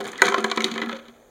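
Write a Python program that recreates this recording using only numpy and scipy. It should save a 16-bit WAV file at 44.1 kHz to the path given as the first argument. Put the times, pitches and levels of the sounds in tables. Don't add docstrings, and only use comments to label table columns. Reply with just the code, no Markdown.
import sys
import numpy as np
from scipy import signal
from scipy.io import wavfile
from scipy.ndimage import uniform_filter1d

SR = 44100
rng = np.random.default_rng(int(sys.argv[2]) if len(sys.argv) > 2 else 0)


def store_pcm(level_fs):
    pcm = np.round(np.clip(level_fs, -1, 1) * 32767).astype(np.int16)
    wavfile.write(sys.argv[1], SR, np.atleast_2d(pcm).T)


N = 57330
T = np.arange(N) / SR
HIT_T = T[:SR // 8]
EDGES_HZ = np.geomspace(28, 18000, 29)
BANDS_HZ = np.sqrt(EDGES_HZ[1:] * EDGES_HZ[:-1])

# start_s, thud_db, wall_db, crack_db, tick_db, panel_hz, panel_db, air_db
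BOUNCES = [(0.2184, -20, -4.5, -12, -8, 1524, 3, -48), (0.28, -21.5, -14.5, -18.5, -31, 1740, -6.5, -32.5),
           (0.3212, -31, -15.5, -27.5, -33, 1350, -17, -53), (.3422, -26.5, -15, -17, -25.5, 1055, -8, -45),
           (.3790, -21, -15.5, -28, -53, 1340, -20, -25.5), (0.4419, -20, -13, -19.5, -20, 1607, -14, -28),
           (0.514, -27, -26.5, -12, -27.5, 1130, -15, -56),
           (0.5734, -20, -12.5, -15, -29.5, 1280, -33, -23), (0.605, -52, -25, -24, -24.5, 2200, -8, -53),
           (0.642, -22, -24.5, -5, -18.5, 2920, -14.5, -29.5),
           (.7140, -38.5, -32, -20.5, -30.5, 1067, -34, -24.5),
           (0.758, -26, -27, -31, -39, 1724, -20.5, -36), (.7780, -58, -19.5, -24, -35, 1280, -34, -45),
           (0.8167, -46, -20, -20.5, -40.5, 1370, -20.5, -28),
           (.8695, -45, -50, -48, -64, 1320, -25.5, -26.5),
           (0.8937, -35.5, -34, -24, -44.5, 1287, -19.5, -41),
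           (1.082, -54, -42.5, -40, -52, 3460, -62, -41.5)]
# thud_hz, wall_hz, crack_hz, tick_hz
ZONES_HZ = [400, 1400, 3800, 7500]
# pitch_hz, fade_s
CRACKLE_FADES = [(200, 0.04), (1200, 0.056), (3500, 0.025), (12000, .015)]


def from_db(db):
    return 10 ** (np.asarray(db) / 20)


def rms_one(x):
    return x / np.sqrt(np.mean(x ** 2) + 1e-20)


def at_hz(points, hz):
    pitches, values = np.transpose(points)
    return np.interp(np.log(hz), np.log(pitches), values)


def fade(t, fade_s):
    return np.exp(-np.log(1000) * t / max(fade_s, 1e-3))


def swell(t, rise_s):
    return 1 - np.exp(-t / max(rise_s, 1e-5))


def add(out, start_s, sound):
    i = max(int(start_s * SR), 0)
    out[i:i + len(sound)] += sound[:N - i]


def noise_bands():
    bands = []
    for edges in zip(EDGES_HZ, EDGES_HZ[1:]):
        band_pass = signal.butter(2, edges, "band", fs=SR, output="sos")
        band = signal.sosfilt(band_pass, rng.standard_normal(N + SR // 4))
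        bands.append(rms_one(band[-N:]))
    return np.array(bands)


def background():
    # pitch_hz, level_db
    hiss_levels = [(30, -77), (100, -78), (240, -71), (500, -59), (1000, -71), (2200, -73.5), (4500, -74.5),
                   (6600, -66), (9000, -79.5), (15000, -76)]
    return from_db(at_hz(hiss_levels, BANDS_HZ)) @ noise_bands()


def room_echo(sound, rise_s=0.0041):
    # pitch_hz, level_db
    echo_levels = [(150, -18), (350, -5.5), (700, -8.5), (1200, -6.5), (2000, -13), (4000, -17.5),
                   (7000, -10.5), (15000, -9.5)]
    # pitch_hz, fade_s
    echo_fades = [(200, 0.2), (1000, 0.36), (4000, .45), (14000, 0.12)]
    response = 0
    for band, hz, width_hz in zip(noise_bands(), BANDS_HZ, np.diff(EDGES_HZ)):
        tail = rms_one(band * swell(T, rise_s) * fade(T, at_hz(echo_fades, hz)))
        response += tail * np.sqrt(2 * width_hz / SR / N) * from_db(at_hz(echo_levels, hz))
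    return signal.fftconvolve(sound, response)[:N]


def squeaks(wobble_per_khz=0.024):
    # start_s, length_s, start_hz, end_hz, level_db
    rubs = [(0.183, 0.028, 2017, 1737, -30), (.922, 0.053, 548.6, 531, -32.5)]
    out = np.zeros(N)
    for start_s, length_s, start_hz, end_hz, db in rubs:
        n = int(length_s * SR)
        wobble = rms_one(uniform_filter1d(rng.standard_normal(N), size=60))[:n]
        hz = np.linspace(start_hz, end_hz, n) * (1 + wobble_per_khz * start_hz / 1e3 * wobble)
        tone = np.sin(2 * np.pi * np.cumsum(hz) / SR)
        add(out, start_s, from_db(db) * signal.windows.tukey(n) * tone)
    return out


def light_touches(noise, levels, colour, touches_per_s=250):
    taps = (rng.random(N) < touches_per_s / SR) * rng.exponential(1, N)
    out = 0
    for band, hz in zip(noise, BANDS_HZ):
        kept_per_sample = fade(2 / SR, at_hz(CRACKLE_FADES, hz))
        energy = signal.lfilter([1], [1, -kept_per_sample], taps + 1e-18)
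        out += band * rms_one(np.sqrt(energy)) * from_db(at_hz(colour, hz))
    return out * from_db(np.interp(T, *np.transpose(levels)))


def rustle(noise):
    # time_s, level_db
    slip_levels = [(0, -36), (.03, -45), (.08, -38.5), (.13, -63), (.16, -66), (.22, -45.5), (.26, -100)]
    # pitch_hz, level_db
    slip_colour = [(120, -8.5), (220, -21.5), (450, 1), (650, -8.5), (1100, -8.5), (1600, -1), (2600, -12),
                   (3900, -3.5), (6600, -6.5), (15000, -29.5)]
    return light_touches(noise, slip_levels, slip_colour)


def rattle(noise):
    # time_s, level_db
    rattle_levels = [(.22, -37.5), (0.253, -21.5), (.33, -32), (.55, -37), (.70, -33.5), (.80, -33.5),
                     (0.931, -30), (1.0, -47.5), (1.3, -66)]
    # pitch_hz, level_db
    rattle_colour = [(130, -43), (230, -11.5), (420, -16), (650, -32.5), (1100, -11), (1600, -13),
                     (2200, -13), (2800, -8), (3800, -15), (6600, -24.5), (9000, -48.5), (15000, -42.5)]
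    return light_touches(noise, rattle_levels, rattle_colour)


def long_ring(hz, fade_s, blows, rise_s=0.0025, flutter=0.15, flutter_s=0.05):
    energy = np.zeros(N)
    for start_s, db in blows:
        add(energy, start_s, (from_db(db) * swell(T, rise_s) * fade(T, fade_s)) ** 2)
    window = np.hanning(int(flutter_s * SR))
    level_drift, phase_drift = (flutter * rms_one(signal.fftconvolve(white, window, "same"))
                                for white in rng.standard_normal((2, N)))
    phase = 2 * np.pi * np.cumsum(hz * np.ones(N)) / SR
    return np.sqrt(energy) * ((1 + level_drift) * np.sin(phase) + phase_drift * np.cos(phase))


def air_hum(start_hz=211.6, climb_hz_per_s=20):
    blows = [(0, -34.5)] + [(start_s, air_db) for start_s, *_, air_db in BOUNCES]
    return from_db(-0.5) * long_ring(start_hz + climb_hz_per_s * T, fade_s=0.42, blows=blows)


def low_rings():
    # pitch_hz, level_db, fade_s
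    low_tones = [(398.2, -14.5, 0.47), (487.6, -23, 0.63), (525.3, -16, 0.16), (718, -22.5, 0.44),
                 (758, -26.5, 0.55)]
    blows = [(0, -15)] + [(start_s, wall_db) for start_s, _, wall_db, *_ in BOUNCES]
    return sum(from_db(db) * long_ring(hz, fade_s, blows) for hz, db, fade_s in low_tones)


def crackle(noise, colour, hold_s=0.0015, rise_cycles=1.5):
    # pitch_hz, level_db
    crackle_levels = [(130, -29), (300, -13.5), (620, -22.5), (1100, -15.5), (2000, -11.5), (2700, -10.5),
                      (4000, -5.5), (6600, -5.5), (9000, -22), (15000, -28)]
    offset = rng.integers(N - len(HIT_T))
    after_hold = np.maximum(HIT_T - hold_s, 0)
    out = 0
    for band, hz in zip(noise, BANDS_HZ):
        onset = swell(HIT_T, min(rise_cycles / hz, hold_s))
        shape = onset * fade(after_hold, at_hz(CRACKLE_FADES, hz))
        burst = rms_one(band[offset:offset + len(HIT_T)] * shape) * np.sqrt(np.mean(shape ** 2))
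        out += burst * from_db(at_hz(crackle_levels, hz) + at_hz(colour, hz))
    return out


def crinkles(noise):
    # start_s, crack_db, tick_db
    wall_snaps = [(0.0405, -36, -30), (0.0555, -19, -40), (0.076, -43, -18), (0.117, -28, -24.5),
                  (0.178, -15, -28.5), (0.2492, -1.5, -39), (0.2553, -8, -14), (0.2662, -3, -19),
                  (0.2861, -13, -14.5), (0.2864, -20, -25.5), (0.2982, -16, -26), (0.3825, -11, -26),
                  (0.404, -24.5, -26), (0.4986, -11, -31.5), (0.5607, -21, -24), (0.6198, -8, -23.5),
                  (0.6694, -19.5, -54), (0.7397, -18, -33), (0.8808, -33, -43), (0.9665, -19, -41)]
    out = np.zeros(N)
    for start_s, crack_db, tick_db in wall_snaps:
        zones_db = [crack_db - 19.5, crack_db - 11.5, crack_db - 13, tick_db]
        colour = list(zip(ZONES_HZ, zones_db)) + [(14000, tick_db - 6)]
        add(out, start_s, crackle(noise, colour))
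    return out * from_db(-2)


def ping(hz, db, fade_s, rise_s):
    return from_db(db) * np.sin(2 * np.pi * hz * HIT_T) * swell(HIT_T, rise_s) * fade(HIT_T, fade_s)


def wall_ring(colour, detune=0.012, scatter_db=4.5):
    # pitch_hz, level_db, fade_s
    wall_tones = [(371.6, 5, 0.057), (518, -8, 0.059), (699.6, -7, 0.073), (1010.6, 0.5, 0.041),
                  (1115, -4.5, 0.048), (1290, -8, 0.089), (1640, -15, 0.016), (1746, 1.5, 0.023),
                  (2037, -0.5, 0.033), (2326, 0, 0.043), (3078, 4.5, .02), (3730, -1, 0.0091),
                  (4034, 4, 0.018)]
    out = 0
    for k, (hz, db, fade_s) in enumerate(wall_tones):
        hit_hz = hz * (1 + detune * rng.normal())
        hit_db = db - 1.5 + at_hz(colour, hz) + scatter_db * rng.normal()
        out += (-1) ** k * ping(hit_hz, hit_db, fade_s, rise_s=0.0035)
    return out


def bounces(noise, panel_fade_cycles=39):
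    # pitch_ratio, level_db
    panel_tones = [(0.618, -6), (1.002, 2.5), (1.3, -0.5)]
    out = np.zeros(N)
    for start_s, *zones_db, panel_hz, panel_db, _ in BOUNCES:
        colour = list(zip(ZONES_HZ, zones_db))
        panel = sum(ping(panel_hz * ratio, panel_db + db, panel_fade_cycles / panel_hz, rise_s=0.0028)
                    for ratio, db in panel_tones)
        thud = ping(hz=328, db=zones_db[0] + 3.5, fade_s=0.022, rise_s=0.0026)
        add(out, start_s, wall_ring(colour) + panel + thud + crackle(noise, colour))
    return out


def scene(low_cut_hz=170):
    noise = noise_bands()
    bottle = bounces(noise) + crinkles(noise) + rattle(noise) + rustle(noise) + squeaks()
    bottle = signal.sosfilt(signal.butter(3, low_cut_hz, "high", fs=SR, output="sos"), bottle)
    return (background() + bottle + room_echo(bottle) + air_hum() + low_rings())[None]


def record(dry, high_cut_hz=15900):
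    # pitch_hz, width_hz, level_db
    mic_dips = [(2720, 510, -31), (4960, 1350, -13.5), (5630, 900, -12.5), (7820, 850, -9.5)]
    for hz, width_hz, db in mic_dips:
        band = signal.lfilter(*signal.iirpeak(hz, hz / width_hz, fs=SR), dry)
        dry = dry - (1 - from_db(db)) * band
    low_pass = signal.ellip(10, 0.1, 70, high_cut_hz, fs=SR, output="sos")
    return signal.sosfilt(low_pass, np.clip(dry, -1, 1))


dry = scene()
out = record(dry)
store_pcm(out)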